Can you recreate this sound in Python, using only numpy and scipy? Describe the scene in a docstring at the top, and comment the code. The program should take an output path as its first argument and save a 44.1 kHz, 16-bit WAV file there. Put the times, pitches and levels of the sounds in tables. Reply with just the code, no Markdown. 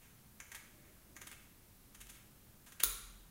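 """Kitchen scissors cut through the fins of a fish on a wooden board, in four short runs of snips.
Each fin ray crunches between the blades; the last gives way and the blades clack shut, jolting the table.
The blades slide over wet skin and hands softly shift the fish.
A small hard kitchen rings after each cut, over a faint rumble, hiss and hum."""
import sys
import numpy as np
from scipy import signal
from scipy.fft import rfft, irfft
from scipy.io import wavfile

SR = 44100
rng = np.random.default_rng(int(sys.argv[2]) if len(sys.argv) > 2 else 0)


def file_out(sig):
    """Save sig as 16-bit WAV at sys.argv[1]."""
    # one column per channel
    cols = np.atleast_2d(sig).T
    # limit, then scale
    lim = np.clip(cols, -1, 1)
    pcm = np.round(lim * 32767).astype(np.int16)
    wavfile.write(sys.argv[1], SR, pcm)


N = 145530
BURST = N // 5  # samples in one burst of cracks
TIME = np.arange(N) / SR
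FREQS, BURST_FREQS = np.fft.rfftfreq(2 * N, 1 / SR), np.fft.rfftfreq(2 * BURST, 1 / SR)


def amp(db):
    """Decibels to gain."""
    return 10 ** (np.asarray(db) / 20)


def unit(x):
    """Scales to rms 1."""
    return x / np.sqrt(np.mean(x ** 2) + 1e-20)


def read(points, hz):
    """Reads a curve on a log-frequency axis."""
    point_hz, value = np.transpose(points)
    return np.interp(np.log(hz + 1), np.log(point_hz + 1), value)


def add(mix, start, sound):
    """Mixes a sound in at a start time in seconds."""
    part = mix[max(round(start * SR), 0):][:len(sound)]
    part += sound[:len(part)]


def colour(x, gain):
    """Minimum-phase EQ with the given shape and unit power gain."""
    n = len(x)
    log_gain = np.log(np.maximum(unit(gain), 1e-5))
    phase = 2 * rfft(irfft(log_gain)[:n], 2 * n).imag
    return irfft(rfft(x, 2 * n) * np.exp(log_gain + 1j * phase))[:n]


def resonances(rows, freqs):
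    """EQ curve of a set of steep-sided resonances."""
    peaks = (amp(2 * db) / (1 + ((freqs - hz) / (0.69 * width)) ** 2) ** 2 for hz, width, db in rows)
    return np.sqrt(sum(peaks))


def swell(t, rise, fade):
    """Straight rise, then exponential fade."""
    return np.minimum(t / rise, 1) * np.exp(-np.maximum(t - rise, 0) / fade)


def crackle(rise, fade, cracks_per_s=12000, spread_db=1.5):
    """A burst of tiny cracks of uneven size, partly evened out in colour."""
    size = amp(spread_db * np.minimum(rng.exponential(1, BURST), 4)) * rng.choice([-1, 1], BURST)
    envelope = swell(TIME[:BURST], rise, fade)
    cracks = envelope * size * (rng.random(BURST) < cracks_per_s / SR)
    spectrum = rfft(cracks, 2 * BURST)
    evened = spectrum / (abs(spectrum) + 0.99 * abs(spectrum).mean() + 1e-12)
    return unit(irfft(evened)[:BURST]) * np.sqrt(np.mean(envelope ** 2))


# Tone of the noise floor. 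Each row: frequency in Hz, relative level in dB.
FLOOR = [(8, -6), (22, 2.5), (45, -3), (60, 0), (80, -2.5), (105, 0), (170, -6.5), (260, -10), (400, -15),
         (600, -18.5), (1300, -20), (2400, -23.5), (5000, -25), (8000, -24), (12000, -20.5), (15700, -21.5),
         (16200, -43)]


def background(floor_db=-62.5, hum_hz=210.3, hum_width_hz=10.7, hum_db=-75):
    """Room rumble, microphone hiss and a faint wavering hum."""
    floor_noise, hum_noise = rng.standard_normal((2, N))
    floor = colour(floor_noise, amp(read(FLOOR, FREQS)))
    hum = colour(hum_noise, resonances([(hum_hz, hum_width_hz, 0)], FREQS))
    return amp(floor_db) * unit(floor) + amp(hum_db) * unit(hum)


# Fin rays snapping, then blades sliding over wet skin. Each row: start, rise and fade in seconds,
# crunch pitch in Hz, then the levels of crunch, crisp top and blade ring in dB.
SNIPS = [(0.4002, 0.003, 0.0034, 2110, -46, -61, -46.5), (.516, 0.0024, 0.0098, 1900, -52, -51.5, -54),
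         (.547, 0.00054, .002, 1730, -44, -47, -60), (.551, 0.00054, 0.0013, 2150, -52, -41, -58),
         (0.554, 0.0012, 0.012, 1960, -54, -50, -70), (1.1577, 0.0011, 0.0023, 1900, -65, -67, -61),
         (1.1642, 0.0014, 0.0067, 1880, -51, -55, -52), (1.212, 0.0061, 0.0054, 2040, -50.5, -50.5, -54),
         (1.2678, 0.0037, 0.0064, 1940, -54.5, -46.5, -74), (1.3141, .001, .005, 2060, -51, -49, -76),
         (1.325, .003, 0.0048, 2500, -53, -57, -75), (1.944, 0.0063, 0.0052, 1940, -60.5, -53.5, -61),
         (2.003, .003, 0.0094, 2200, -67, -54.5, -63), (2.012, 0.00092, 0.0056, 2520, -60, -47, -70),
         (2.069, 0.00067, .002, 2200, -72, -51, -76), (2.088, 0.011, 0.011, 2284, -66, -51.5, -62),
         (2.659, 0.0089, 0.029, 1590, -65, -59, -68), (2.72, 0.0027, .005, 1700, -58, -53, -62),
         (2.7968, 0.0071, 0.0057, 2750, -39.5, -41.5, -53)]
SLIDES = [(0, 0.033, 0.067, 2330, -69, -72, -74), (.8, 0.049, 0.12, 2100, -73, -84, -92),
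          (2.12, 0.032, .035, 2250, -68, -62.5, -82)]
# EQ curves for those three layers. Each row: frequency in Hz, relative level in dB.
CRUNCH_EQ = [(100, -26), (400, -9.5), (640, -14.5), (900, -8), (1280, -4), (1650, -4), (2200, 1.5),
             (2650, -3.5), (3300, -9.5), (4300, -16), (8000, -13), (16000, -24)]
CRISP_EQ = [(200, -25), (1500, -7.5), (3300, -1), (4600, -9), (7000, -4.5), (9800, -2), (12000, -6),
            (13200, -5), (16000, -10)]
RING_EQ = [(300, -58), (5000, -31.5), (6000, -1), (6500, -4), (7000, 0.5), (7700, -19), (9500, -8.5),
           (11000, -15), (16000, -29)]
CRUNCH_HZ = 2110  # the pitch at which the crunch curve is unshifted
# Narrow resonances of the open scissors. Each row: centre in Hz, width in Hz, relative level in dB.
OPEN_SCISSORS = [(1280, 190, 1.5), (1606, 74, 4.5), (2200, 93, 1.5), (6580, 200, -0.5)]


def cutting():
    """Cracking fin and sliding blades give a dull crunch, a crisp top and a ring of steel."""
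    cuts = np.zeros(N)
    crisp = unit(amp(read(CRISP_EQ, BURST_FREQS)))
    steel = unit(amp(read(RING_EQ, BURST_FREQS)))
    for start, rise, fade, hz, crunch_db, crisp_db, ring_db in SNIPS + SLIDES:
        crunch = unit(amp(read(CRUNCH_EQ, BURST_FREQS * CRUNCH_HZ / hz)))
        power = (amp(crunch_db) * crunch) ** 2 + (amp(crisp_db) * crisp) ** 2 + (amp(ring_db) * steel) ** 2
        add(cuts, start, np.sqrt(power.mean()) * colour(crackle(rise, fade), np.sqrt(power)))
    return colour(cuts, np.hypot(1, resonances(OPEN_SCISSORS, FREQS)))


# Early reflections. Each row: delay in seconds, level in dB against the direct sound.
ECHOES = [(.0011, -16.5), (.0032, -15.5), (.0074, -8.5), (0.0206, -19.5)]


def with_echoes(x):
    """The direct sound and its first bounces off board, body and cupboards."""
    out = x.copy()
    for delay, db in ECHOES:
        add(out, delay, amp(db) * x)
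    return out


# The kitchen's reverb time. Each row: frequency in Hz, seconds to fall 60 dB.
ROOM_T60 = [(150, 0.43), (450, 0.51), (1000, 0.75), (2200, 0.89), (4000, 0.74), (7000, 0.65), (11000, 0.55),
            (16000, 0.32)]


def kitchen(x, predelay_s=0.0041, build_s=0.0019):
    """Dense reflections off hard walls, each band dying at its own speed."""
    hz, t, noise = signal.stft(rng.standard_normal(SR), SR, nperseg=256)
    decay = amp(-60 * t / read(ROOM_T60, hz)[:, None])
    tail = signal.istft(noise * decay, SR, nperseg=256)[1][:SR]
    tail *= np.clip((TIME[:SR] - predelay_s) / build_s, 0, 1)
    return signal.fftconvolve(x, tail / np.linalg.norm(tail))[:N]


# Hand moves. Each row: start, rise and fade in seconds, level in dB.
RUBS = [(.55, 0.33, .13, -69.5), (1.0, 0.17, .25, -69), (1.85, 0.35, .22, -74.5)]
# Their dull tone. Each row: centre in Hz, width in Hz, relative level in dB.
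RUB_TONE = [(310, 106, 2.5), (600, 58, -3)]


def handling():
    """Soft rubbing as hands shift the fish on the board."""
    envelope = np.zeros(N)
    for start, rise, fade, db in RUBS:
        add(envelope, start, amp(db) * swell(TIME, rise, fade))
    return envelope * unit(colour(rng.standard_normal(N), resonances(RUB_TONE, FREQS)))


# Deep thuds. Each row: start in seconds, pitch in Hz, level in dB, rise and fade in seconds.
JOLTS = [(1.969, 44.3, -58, 0.027, 0.15), (2.839, 42.8, -44, 0.038, 0.085), (2.988, 41.9, -50, .05, 0.18)]


def table_shudder():
    """The table shudders at its lowest mode when the hands push or jolt it."""
    out = np.zeros(N)
    for start, hz, db, rise, fade in JOLTS:
        add(out, start, amp(db) * swell(TIME, rise, fade) * np.sin(2 * np.pi * hz * TIME))
    return out


# Steel hitting steel. Each row: start, rise and fade in seconds, level in dB.
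CLACKS = [(2.8322, 0.00027, 0.0018, -33), (2.8344, 0.0017, 0.0023, -17), (2.838, 0.00067, 0.0021, -31.5),
          (2.8429, 0.00027, 0.0013, -27.5)]
# Broad resonances of the shut scissors. Each row: centre in Hz, width in Hz, relative level in dB.
SHUT_SCISSORS = [(435, 126, -4.5), (1135, 106, -7), (1400, 304, -1.5), (2220, 830, -8), (3790, 610, -0.5),
                 (4630, 930, -6), (6910, 1020, 3), (9000, 650, 1), (10330, 740, 4.5), (11500, 910, -2),
                 (13100, 1140, 0), (14000, 460, 5), (15300, 1500, 2.5)]
# The blades' shimmer and the board's knock. Each row: pitch in Hz, level in dB, seconds to fall 60 dB.
BLADE_MODES = [(1370, -53, 0.35), (3460, -56, 0.34), (6540, -50, .4), (6530, -53, 0.4), (6730, -60, 0.5),
               (9168, -54, .3), (9986, -54, 0.66), (10215, -45, 0.51), (10500, -51, 0.46),
               (13292, -53, 0.26), (14800, -47, .33), (14417, -51, .33), (14997, -53, 0.36),
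               (15346, -49, .33)]
BOARD_MODES = [(138, -62, 0.34), (255, -61, 0.32), (408, -54, 0.17)]


def shutting(reverb_db=-5):
    """The blades slam together and chatter; the hardest blow leaves steel and board ringing."""
    out = np.zeros(N)
    body = resonances(SHUT_SCISSORS, BURST_FREQS)
    for start, rise, fade, db in CLACKS:
        blow = amp(db) * colour(crackle(rise, fade), body)
        add(out, start, with_echoes(blow))
        add(out, start, amp(reverb_db) * kitchen(blow))
    hardest_start = max(CLACKS, key=lambda row: row[3])[0]
    for hz, db, t60 in BLADE_MODES + BOARD_MODES:
        add(out, hardest_start, amp(db - 60 * TIME / t60) * np.sin(2 * np.pi * hz * TIME))
    return out


def scene(cut_reverb_db=-4.5):
    """The mono mix: scissors in the kitchen, with hands, table and room tone underneath."""
    cuts = cutting()
    cuts_in_room = with_echoes(cuts) + amp(cut_reverb_db) * kitchen(cuts)
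    return (cuts_in_room + shutting() + handling() + table_shudder() + background())[None]


def record(dry, cutoff_hz=15900):
    """A steep low-pass takes off the very top."""
    lowpass = signal.firwin(511, cutoff_hz, window=("kaiser", 8), fs=SR)
    return signal.oaconvolve(dry, lowpass[None], "same")


dry = scene()
out = record(dry)
file_out(out)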